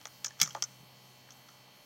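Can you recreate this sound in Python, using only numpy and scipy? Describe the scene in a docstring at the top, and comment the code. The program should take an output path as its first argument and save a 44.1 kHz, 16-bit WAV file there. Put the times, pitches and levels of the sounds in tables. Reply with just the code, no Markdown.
"""Steel and wood snapping shut

A mechanism, probably a shotgun being handled, clicks, snaps shut and clacks at an outdoor range.
Each contact rings the wooden stock and the steel parts and comes back from nearby surfaces.
Behind it lie quiet hiss, a faint electrical buzz and the drone of a distant motor."""
import sys
import numpy as np
from scipy import signal
from scipy.fft import rfft, irfft, next_fast_len
from scipy.io import wavfile

SR = 44100
rng = np.random.default_rng(int(sys.argv[2]) if len(sys.argv) > 2 else 0)


def to_wav(s):
    """Save 16-bit WAV."""
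    ch = np.atleast_2d(s).T  # columns
    pcm = np.round(np.clip(ch, -1, 1) * 32767)  # PCM
    wavfile.write(sys.argv[1], SR, pcm.astype(np.int16))


N = 81585
T = np.arange(N) / SR


def from_db(db):
    """Turn decibels into a gain."""
    return 10 ** (np.asarray(db) / 20)


def unit_energy(x):
    """Scale to an energy of one."""
    return x / np.sqrt(np.sum(x ** 2) + 1e-20)


def fade(fade_s):
    """Die away by 60 dB in fade_s seconds."""
    return np.exp(-np.log(1000) * T / fade_s)


def at_hz(table, hz, column=1):
    """Read a table at any pitch, sliding between its rows."""
    table = np.array(table)
    return np.interp(np.log(hz), np.log(table[:, 0]), table[:, column])


def band(x, low_hz, high_hz):
    """Keep the sound between two pitches."""
    return signal.sosfilt(signal.butter(2, [low_hz, high_hz], "band", fs=SR, output="sos"), x)


def noise_bands():
    """Give (centre_hz, noise) for each narrow band from bass to treble."""
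    edges = np.geomspace(25, 17500, 29)
    for low, high in zip(edges, edges[1:]):
        yield np.sqrt(low * high), band(rng.standard_normal(N + SR // 4), low, high)[-N:]


def add(out, start_s, sound):
    """Mix a sound in at its start time."""
    start = int(start_s * SR)
    out[start:start + len(sound)] += sound[:N - start]


# Tone of the hiss: pitch_hz, relative_db
HISS_TONE = [(30, -6), (75, -3), (110, 7.5), (170, 10), (300, 1.5), (800, 3), (1200, 1), (1700, -1.5),
             (2300, -3.5), (3200, -1), (4400, -8.5), (5200, -1.5), (6000, -2), (7500, -8), (10300, -8),
             (12200, -5), (15500, -7.5)]

def hiss(level_db=-60, flicker_db=2.36, fade_db_per_s=1):
    """Slowly fading hiss over a low outdoor murmur, each band flickering a little."""
    moments = np.linspace(0, T[-1], 24)
    out = 0
    for hz, noise in noise_bands():
        flicker = flicker_db * np.interp(T, moments, rng.standard_normal(len(moments)))
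        out += noise * from_db(at_hz(HISS_TONE, hz) + flicker)
    return from_db(level_db - fade_db_per_s * T) * np.sqrt(N) * unit_energy(out)


# Overtones that stand out of the buzz: pitch_multiple, level_db
BUZZ_STRONG = [(4, -78), (8, -78), (9, -83), (10, -74), (12, -77), (14, -73), (16, -79), (17, -84),
               (18, -77), (19, -82), (20, -83), (33, -76), (34, -83), (36, -84), (37, -79), (38, -80),
               (39, -80), (40, -81), (43, -85), (45, -76), (48, -83), (50, -80), (51, -72), (52, -77),
               (53, -77), (54, -83), (55, -77), (63, -79), (65, -84), (67, -82), (69, -81), (71, -74),
               (73, -71), (75, -77), (77, -81), (79, -82), (81, -84), (83, -83), (85, -83), (90, -86),
               (91, -78), (105, -82)]
# Outline of the other overtones: pitch_hz, level_db
BUZZ_WEAK = [(240, -80), (480, -87), (1100, -88), (1400, -93), (2400, -86), (3200, -86), (4400, -99),
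             (5100, -98), (5900, -93), (7200, -99)]

def electrical_buzz(pitch_hz=59.98):
    """One cycle of steady overtones repeats as a buzz."""
    size = 4096
    multiples = np.arange(4, 120)
    strong = dict(BUZZ_STRONG)
    db = [strong.get(k, at_hz(BUZZ_WEAK, k * pitch_hz)) for k in multiples]
    spectrum = np.zeros(size // 2 + 1, complex)
    spectrum[multiples] = from_db(db) * np.exp(2j * np.pi * rng.random(len(multiples)))
    cycle = irfft(spectrum) * size / np.sqrt(2)
    return np.interp(pitch_hz * T, np.arange(size) / size, cycle, period=1)


# How the motor's hum moves: time_s, pitch_hz, level_db
MOTOR_PATH = [(0.0, 127.6, -66.5), (0.292, 127.8, -65.5), (0.412, 137.5, -65.5), (0.432, 135.1, -57),
              (0.524, 128.6, -60.5), (1.776, 128.5, -68.5), (1.85, 132, -81)]
# Tones in the hum: pitch_multiple, relative_db
MOTOR_TONES = [(1, -1), (1.5, -11), (2, -18)]

def distant_motor():
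    """A far motor hums with a slightly wandering speed."""
    time_s, hz, db = np.transpose(MOTOR_PATH)
    phase = 2 * np.pi * np.cumsum(np.interp(T, time_s, hz)) / SR
    hum = sum(from_db(level) * np.sin(k * phase) for k, level in MOTOR_TONES)
    return np.sqrt(2) * from_db(np.interp(T, time_s, db)) * hum


def chatter(chatter_s, strength=1.41):
    """One touch, then a dying run of tiny impacts; strength weighs them against the touch."""
    t = T[:SR // 20]
    force = strength * unit_energy(rng.standard_normal(len(t)) * np.exp(-t / chatter_s))
    force[0] = 1
    return force


def strike(tones, hits):
    """Hits (start_s, level_db, chatter_s) ring a part's tones; narrower tones ring longer."""
    out = np.zeros(N)
    for start_s, db, chatter_s in hits:
        sound = 0
        for hz, width_hz, tone_db in tones:
            decay = np.exp(-np.pi * width_hz / SR)
            feedback = [1, -2 * decay * np.cos(2 * np.pi * hz / SR), decay * decay]
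            ring = signal.lfilter([1, 0, -1], feedback, chatter(chatter_s))
            sound += from_db(tone_db) * unit_energy(ring)
        gain = from_db(db) * np.sqrt(.002 * SR)  # as much energy as 2 ms at this level
        add(out, start_s, gain * unit_energy(sound))
    return band(out + 1e-18, .75 * tones[0][0], 1.016 * tones[-1][0])


# Tones of the stock, frame, latch and bright steel edge: pitch_hz, width_hz, relative_db
WOOD_TONES = [(574, 67, -9.5), (880, 73, -4), (1247, 206, 6.5), (1530, 130, -0.5), (1820, 180, 6)]
FRAME_TONES = [(2170, 110, -3.5), (2500, 930, -7), (3180, 200, 1.5), (3370, 280, 1), (4220, 370, -0.5),
               (4850, 880, 8)]
LATCH_TONES = [(5300, 250, 4), (5604, 210, 4), (5930, 270, 10), (6236, 120, 1.5), (6510, 160, 3.5),
               (6930, 240, -4), (6550, 220, -3)]
EDGE_TONES = [(8060, 170, 0.5), (8570, 460, 0.5), (9500, 630, 3.5), (12100, 560, -5), (11870, 570, 4),
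              (13500, 1170, 3.5), (15400, 660, 0)]
# Clicks and a few of their close echoes: start_s, wood_db, frame_db, latch_db, edge_db, chatter_ms
CLICKS = [(.0137, -54, -51, -55, -74, .6), (0.0548, -35, -34.5, -36, -54, 0.33),
          (.2450, -46.5, -30.5, -28.5, -57, 1.1), (0.2467, -40, -29.5, -25.5, -40.5, 2),
          (0.266, -44.5, -50, -31.5, -55, 1.6), (.3068, -54, -51, -52, -72, 1),
          (.3925, -46, -56, -47, -81, 1.2), (0.3999, -41, -42, -32, -43, 0.4),
          (0.4006, -40, -28, -28, -58, 5.1), (0.4111, -36, -35, -35, -69, 1.4),
          (0.4148, -43.5, -20.5, -17, -27, 0.23), (.4163, -31, -16.5, -18.5, -35.5, 1.1),
          (0.4213, -36.5, -28, -24.5, -39, 0.43), (.4297, -40, -45, -34, -40, 4.6),
          (.4362, -47, -37, -28, -45, 0.8), (0.4588, -40.5, -40, -40, -63, 4.5),
          (0.4752, -44, -56, -37.5, -54, 2.6), (0.4955, -56, -67, -45.5, -72, .6),
          (0.5067, -50, -44, -45, -70, 4), (.5225, -67, -70, -53, -64, 2.5),
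          (0.531, -74, -68, -53, -56, 0.88), (0.549, -33.5, -38, -41.5, -57, 2.1),
          (0.6237, -34.5, -30, -20, -42, 2.2), (1.288, -50.5, -64, -73, -68, 2.5),
          (1.3063, -56.5, -61, -45, -67, 2.3), (1.487, -55, -51, -54, -74, 4.1)]

def clicks(wood_lag_s=0.000922):
    """Clicks of the mechanism and a few close echoes: steel rings first, wood just after."""
    start_s, wood_db, frame_db, latch_db, edge_db, chatter_ms = np.transpose(CLICKS)
    chatter_s = chatter_ms / 1000
    out = strike(WOOD_TONES, zip(start_s + wood_lag_s, wood_db, chatter_s))
    for tones, db in (FRAME_TONES, frame_db), (LATCH_TONES, latch_db), (EDGE_TONES, edge_db):
        out += strike(tones, zip(start_s, db, chatter_s))
    return out


# Sound scattered by the surroundings: pitch_hz, level_db, fade_s
SCATTER_BANDS = [(199, -7, 0.24), (800, -8.5, 0.07), (1610, -6.5, 0.13), (3540, -16.5, 0.1),
                 (6500, -11, 0.057), (8500, -7, 0.033), (14000, -31, 0.037)]

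def scatter(x, late_db=-18, late_fade_s=1, rise_s=0.0027):
    """The surroundings scatter sound into a short wash with a faint, longer tail."""
    rise = 1 - np.exp(-T / rise_s)
    late = from_db(late_db) * unit_energy(fade(late_fade_s))
    wash = 0
    for hz, noise in noise_bands():
        early = unit_energy(rise * fade(at_hz(SCATTER_BANDS, hz, column=2)))
        wash += from_db(at_hz(SCATTER_BANDS, hz)) * noise * np.hypot(early, late)
    return signal.fftconvolve(x, wash)[:N]


# Bounces off nearby surfaces: delay_s, level_db
BOUNCES = [(.0150, -4), (0.0217, -16.5), (.0295, -29)]

def echoes(x, smear_s=0.00052):
    """Rough surfaces send back bright echoes, each slightly smeared in time."""
    bright = band(x, 5730, 8100) + from_db(-11.5) * x
    size = next_fast_len(N + SR // 4)
    out = np.zeros(N)
    for delay_s, db in BOUNCES:
        smear = rfft(chatter(smear_s, strength=1.7), size)
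        smear /= np.abs(smear)  # changes the timing, not the tone
        add(out, delay_s, from_db(db) * irfft(rfft(bright, size) * smear, size))
    return out


# Taps on small parts: start_s, pitch_hz, level_db
LIGHT_TAPS = [(0.2489, 1653, -40), (.3070, 1770, -45.5), (.4760, 1260, -41.5), (.5070, 3260, -43),
              (0.6229, 3220, -32), (1.3070, 3400, -52), (1.486, 1330, -47.5)]

def taps(width_hz=135, chatter_s=0.00099):
    """Each light tap rings one small part at a single pitch."""
    return sum(strike([(hz, width_hz, 0)], [(start_s, db, chatter_s)]) for start_s, hz, db in LIGHT_TAPS)


# Low tones of a bump: pitch_hz, width_hz, relative_db
BUMP_TONES = [(45, 30, -27), (130, 45, -13), (160.3, 43, 10), (253, 120, -7), (324, 24, -6)]
# Handling bumps: start_s, level_db
BUMP_HITS = [(0.412, -44), (0.42, -38), (.433, -36.5), (0.447, -53), (.800, -48), (0.83, -52)]

def bumps(chatter_s=0.0011):
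    """Handling makes soft, low bumps."""
    return strike(BUMP_TONES, [(start_s, db, chatter_s) for start_s, db in BUMP_HITS])


# Lasting ring of the steel: pitch_hz, level_db, fade_s
STEEL_RING = [(2060, -46, 0.13), (2264, -25.5, 0.052), (2218, -64, 0.62), (4950, -53, 0.023),
              (5400, -41, .17), (5940, -42.5, 0.16), (6223, -49, .25), (6660, -50, 0.13), (6806, -47, 0.08),
              (7060, -43, 0.2)]

def snap_ring(start_s=.4155, edge_db=-26.5, frame_db=-27.5, rattle_s=0.0079):
    """As the mechanism locks shut, loose parts rattle and the steel rings on."""
    out = strike(EDGE_TONES, [(start_s, edge_db, rattle_s)])
    out += strike(FRAME_TONES, [(start_s, frame_db, rattle_s / 2)])
    for hz, db, fade_s in STEEL_RING:
        add(out, start_s, from_db(db) * fade(fade_s) * np.sin(2 * np.pi * hz * T))
    return out


# Tones of hollow wood: pitch_hz, width_hz, relative_db
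CLACK_TONES = [(359.5, 18, -6.5), (555, 46, 1), (682, 33, -12), (880, 134, 9.5), (1220, 43, 3.5),
               (1350, 210, -6)]
# A knock, its two quick echoes and a faint later knock: start_s, level_db
CLACKS_AND_ECHOES = [(0.551, -29), (.5655, -42), (.5730, -40), (1.680, -53)]

def clacks(chatter_s=0.00019):
    """A knock makes the wood ring hollow and echoes twice; a faint knock comes later."""
    return strike(CLACK_TONES, [(start_s, db, chatter_s) for start_s, db in CLACKS_AND_ECHOES])


def scene():
    """The mechanism and its echoes over the quiet background."""
    background = hiss() + electrical_buzz() + distant_motor()
    mechanism = clicks() + taps() + bumps() + snap_ring() + clacks()
    return (background + mechanism + scatter(mechanism) + echoes(mechanism))[None]


def record(dry, dip_hz=10450, dip_share=0.37, cutoff_hz=15900):
    """The microphone has a narrow dip in the treble; the very top is cut steeply."""
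    notched = signal.lfilter(*signal.iirnotch(dip_hz, Q=9.6, fs=SR), dry)
    dipped = dry + dip_share * (notched - dry)
    return signal.sosfilt(signal.ellip(10, .2, 70, cutoff_hz, fs=SR, output="sos"), dipped)


dry = scene()
out = record(dry)
to_wav(out)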